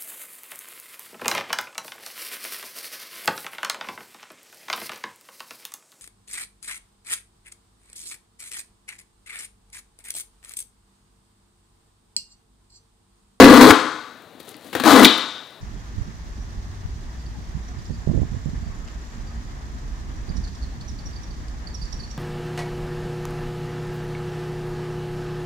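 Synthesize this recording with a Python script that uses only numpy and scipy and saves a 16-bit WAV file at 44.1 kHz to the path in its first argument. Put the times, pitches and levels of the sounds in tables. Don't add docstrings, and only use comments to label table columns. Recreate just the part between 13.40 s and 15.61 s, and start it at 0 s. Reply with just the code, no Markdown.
import sys
import numpy as np
from scipy import signal
from scipy.fft import rfft, irfft
from scipy.io import wavfile

SR = 44100
rng = np.random.default_rng(int(sys.argv[2]) if len(sys.argv) > 2 else 0)


def persist_wave(psi):
    counts = np.round(np.clip(psi, -1, 1) * 32767).astype(np.int16)
    wavfile.write(sys.argv[1], SR, np.atleast_2d(counts).T)


def voltage_ratio(decibels):
    exponent = np.asarray(decibels, float) / 20
    return 10 ** exponent


N = 97328


def rms_one(x):
    return x / np.sqrt(np.mean(x ** 2) + 1e-20)


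def in_time(rows, fade_s):
    s, *columns = np.transpose(rows)
    t = np.arange(N) / SR
    out = [np.interp(t, s, column) for column in columns]
    outside_s = np.maximum(s[0] - t, 0) + np.maximum(t - s[-1], 0)
    out[0] = out[0] - 20 * outside_s / fade_s
    return out


def at_hz(points, hz):
    table_hz, value = np.transpose(points)
    return np.interp(np.log(hz), np.log(table_hz), value)


def coloured(x, spectrum):
    log_gain = at_hz(spectrum, np.arange(1, 2050) * SR / 4096) * np.log(10) / 20
    cepstrum = irfft(log_gain)
    cepstrum[1:2048] *= 2
    cepstrum[2049:] = 0
    kernel = irfft(np.exp(rfft(cepstrum)))[:2048]
    return signal.fftconvolve(x, kernel / np.sqrt(np.sum(kernel ** 2)))[:N]


def drift(rate_hz):
    r = np.exp(-2 * np.pi * rate_hz / SR)
    settle = 9000
    slow = signal.lfilter([1], [1, -2 * r, r * r], rng.standard_normal(N + settle))
    return rms_one(slow[settle:])


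def ring(x, hz, t60):
    r, w = voltage_ratio(-60 / (t60 * SR)), 2 * np.pi * hz / SR
    return signal.lfilter([0, np.sin(w)], [1, -2 * r * np.cos(w), r * r], x + 1e-18)


def grains(per_s, spread_db):
    sizes = voltage_ratio(spread_db * np.minimum(rng.exponential(1, N), 4)) * rng.choice([-1, 1], N)
    return rms_one(sizes * (rng.random(N) < per_s / SR))


def burst(s, length_s):
    t = np.arange(N) / SR - s
    return (t > 0) * np.minimum(t / 0.0004, 1) * np.exp(-np.maximum(t, 0) / max(length_s, 1e-4))


def run_in(body, x):
    lead = int(0.25 * SR)
    return body(np.concatenate([x[:lead][::-1], x]))[lead:]


def tearing():
    # start_s, pull_db, fibre_db
    yank_1 = [
        (0.0, 1.5, -10.5),
        (0.09, -2.5, -16),
        (0.152, -9, -6),
        (0.172, -9, -8),
        (0.208, -8.5, -9),
        (0.218, -5.5, -3),
        (0.266, -10, -10.5),
        (0.31, -11.5, 1),
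    ]
    yank_2 = [
        (1.435, -36, 1.5),
        (1.465, -17, 2),
        (1.487, -12, -4),
        (1.515, -20.5, 6),
        (1.529, -11.5, -6),
        (1.641, -10, -6.5),
        (1.647, -21, -24),
        (1.66, -12.5, -8.5),
    ]
    # pitch_hz, level_db (per Hz)
    fibre_colour = [(300, -12.5), (600, 3), (1300, 0.5), (2000, -9.5), (2700, -13.5), (4000, -9.5),
                    (5200, -16.5), (15800, -25.5)]
    # pitch_hz, level_db (per Hz)
    card_colour = [(300, -3), (900, -5), (1700, -4.5), (2600, -9), (4000, -11), (5500, -20), (15800, -23)]
    tab_starts = [.020, .041, .137, .165, .216, .230, 1.329, 1.351, 1.364, 1.399, 1.418, 1.437, 1.450,
                  1.631]
    # peak_db, box_share_db, length_s
    tab_rows = [(-16, 11, 0.0046), (2, -7, 0.0053), (-12.5, -14, 0.012), (-14.5, -38, .004),
                (-13.5, 8, 0.007), (-20, 9, 0.006), (-25.5, -8, .018), (-13, 1.5, 0.0038),
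                (-28, -48, 0.021), (-16, 1.5, 0.0053), (-31, -2, 0.0235), (-18, 4.5, 0.011),
                (-18, 11, 0.0066), (-5.5, -13, 0.012)]
    clump_db, clumps_per_s = 2.2, 90
    drum_db, crackle_db, tab_db = 6, 7, 1.5
    let_go_s, ring_out_s = 0.0033, 0.024
    breaks = rms_one(grains(8000, 2.5) * voltage_ratio(clump_db * drift(clumps_per_s)))
    force, crackle = np.zeros(N), np.zeros(N)
    for yank in (yank_1, yank_2):
        pull_db, fibre_db = in_time(yank, let_go_s)
        begun = np.arange(N) >= yank[0][0] * SR
        force += voltage_ratio(in_time(yank, ring_out_s)[0] + drum_db) * begun
        crackle += voltage_ratio(pull_db + fibre_db + crackle_db)
    wall_limit = 0.78
    walls = np.tanh(wall_limit * rms_one(run_in(box, breaks)))
    drum = force * rms_one(walls)

    tabs, knocks = np.zeros(N), np.zeros(N)
    tab_noise = grains(9800, 0.98)
    for s, (peak_db, share_db, length_s) in zip(tab_starts, tab_rows):
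        release = burst(s, length_s) * tab_noise
        tabs += voltage_ratio(peak_db + tab_db) * release
        knocks += voltage_ratio(peak_db + share_db + tab_db) * release
    return drum + box(knocks) + coloured(crackle * breaks, fibre_colour) + coloured(tabs, card_colour)


def box(force):
    # pitch_hz, level_db, t60_s
    modes = [(167.4, -25, 0.23), (222.3, -1.5, 0.077), (259.7, 4, 0.11), (307.9, 3, 0.11), (370, -4, 0.058),
             (417.7, -5, 0.085), (519, 0, 0.065), (706, -8.5, 0.017), (722, -15, 0.12), (941, -18.5, 0.12),
             (1168, -8.5, 0.052), (1566, -23, 0.09), (1628, -13, 0.014), (1998, -11, 0.09)]
    energy = sum(voltage_ratio(2 * db) * t60 for hz, db, t60 in modes) * SR / (12 * np.log(10))
    out = 0
    for k, (hz, db, t60) in enumerate(modes):
        out = out + (-1) ** k * voltage_ratio(db) * ring(force, hz, t60)
    return out / np.sqrt(energy)


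def snaps():
    snap_starts = [.3050, .3080, 1.6465, 1.6515, 1.6480]
    # level_db, ring_start_hz, ring_end_hz, length_s
    snap_rows = [
        (11.7, 640, 2600, 0.0045),
        (2.6, 1800, 686, 0.015),
        (13.6, 3900, 2860, 0.0078),
        (3.6, 2400, 1700, .013),
        (2.5, 4500, 3000, 0.017),
    ]
    rough_db, crack_db = 4.5, -17
    out, noise, flutter = np.zeros(N), rng.standard_normal(N), drift(900)
    for s, (db, start_hz, end_hz, length_s) in zip(snap_starts, snap_rows):
        u = np.clip((np.arange(N) / SR - s) / length_s, 0, 1)
        glide = length_s * (start_hz * u + (end_hz - start_hz) * u ** 2 / 2)
        cycles = glide + 0.11 * flutter[::-1]
        swing = np.minimum(8 * u, 1) * (1 - u) ** 1.3 * voltage_ratio(rough_db * flutter)
        whip = swing * np.sin(2 * np.pi * cycles)
        out += voltage_ratio(db) * (whip + voltage_ratio(crack_db) * burst(s, length_s / 2) * noise)
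    return out


def fingers():
    # start_s, level_db
    slides = [
        (.99, -69),
        (1.003, -39),
        (1.03, -68),
        (1.055, -49),
        (1.075, -45),
        (1.12, -48.5),
        (1.135, -67.5),
        (1.26, -46.5),
        (1.325, -51),
    ]
    # pitch_hz, level_db (per Hz)
    skin_colour = [(150, -1), (350, 6.5), (900, -7), (2000, -11), (4000, -6), (5500, -17), (9000, -13),
                   (15800, -14.5)]
    # start_s, peak_db, pitch_hz, thud_db
    ticks = [(0.669, -36, 1700, -56), (.742, -26, 1800, -47), (0.821, -33.5, 11000, -70),
             (0.941, -42, 920, -50), (1.031, -32, 8800, -66), (1.091, -23, 10000, -58),
             (1.143, -13.5, 2360, -41.5), (1.167, -28, 10000, -61), (1.21, -33.5, 7200, -66),
             (1.224, -43, 6000, -57.5), (1.246, -39, 4000, -52), (1.271, -33, 7900, -51.5),
             (1.28, -32, 8900, -48), (1.305, -39.5, 9250, -60), (1.78, -16, 11100, -47),
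             (1.795, -37.5, 12300, -54), (2.072, -36, 8100, -75.5), (2.106, -37, 9600, -64.5)]
    slide_db, uneven_db, tick_db, thud_gain_db = 3, 2.2, -1.5, 15
    level_db, = in_time(slides, 0.014)
    out = voltage_ratio(level_db + slide_db + uneven_db * drift(50)) * coloured(grains(9000, 2.5), skin_colour)
    thud, noise = np.zeros(N), rng.standard_normal(N)
    for s, db, hz, thud_db in ticks:
        band = signal.butter(2, [hz * 0.6, min(hz * 1.6, 18000)], "band", fs=SR, output="sos")
        out += voltage_ratio(db + tick_db) * signal.sosfilt(band, burst(s, 0.00094) * noise + 1e-18)
        thud += voltage_ratio(thud_db + thud_gain_db) * burst(s, 0.0035) * noise
    return out + box(thud)


def room(x):
    # pitch_hz, t60_s
    decay_times = [(100, 1), (260, 0.55), (700, 0.63), (1500, 0.8872), (2500, 0.77), (4000, 0.83),
                   (7000, 0.8569), (13000, 0.37)]
    # pitch_hz, level_db
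    echo_colour = [(150, -13), (700, -3.5), (1800, -2), (2200, -6), (3100, -2), (4450, -1.5), (4900, -4),
                   (14000, -10)]
    room_db, first_echo_s, early_db, early_s = -9, 0.0018, 1.5, 0.03
    t = np.arange(SR) / SR
    edges = 70 * 2 ** np.arange(0, 8.1, 1 / 3)
    tail, white = 0, rng.standard_normal((2, SR))
    for k, (low, high) in enumerate(zip(edges, edges[1:])):
        sos = signal.butter(2, [low, high], "band", fs=SR, output="sos")
        band = signal.sosfilt(sos, white[k % 2])
        tail = tail + band * voltage_ratio(-60 * t / at_hz(decay_times, np.sqrt(low * high)))
    onset = np.clip(t / first_echo_s - 1, 0, 1)
    early = 1 + voltage_ratio(early_db) * np.exp(-t / early_s)
    tail = coloured(tail, echo_colour)[:SR] * onset * early / np.sqrt(SR / 20)
    return voltage_ratio(room_db) * signal.fftconvolve(x, tail)[:len(x)]


def room_air():
    # pitch_hz, level_db
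    air_colour = [(35, -50), (60, -12), (677, -8), (760, -10), (1130, -14), (3080, -21.5), (3970, -16.5),
                  (5020, -31), (15700, -34.5)]
    return voltage_ratio(-46) * coloured(rng.standard_normal(N), air_colour)


def scene():
    near, whip = tearing() + fingers(), snaps()
    whip_to_room_db = -6
    echoes = run_in(room, near + voltage_ratio(whip_to_room_db) * whip)
    heard = near + whip + echoes + room_air()
    low_cut = signal.butter(4, 94, "high", fs=SR, output="sos")
    mono = signal.sosfilt(low_cut, heard)
    left_db, right_db, hiss_db = 0.5, -9, -79
    return mono * voltage_ratio(np.array([[left_db], [right_db]])) + voltage_ratio(hiss_db) * rng.standard_normal((2, N))


def band_limit(x):
    return signal.sosfilt(signal.butter(12, 15860, fs=SR, output="sos"), x)


def record(dry):
    clipped = np.clip(dry, -1, 1)
    top_cut = signal.ellip(8, 0.1, 35, 15830, fs=SR, output="sos")
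    return band_limit(signal.sosfiltfilt(top_cut, clipped))


dry = scene()
out = record(dry)
persist_wave(out)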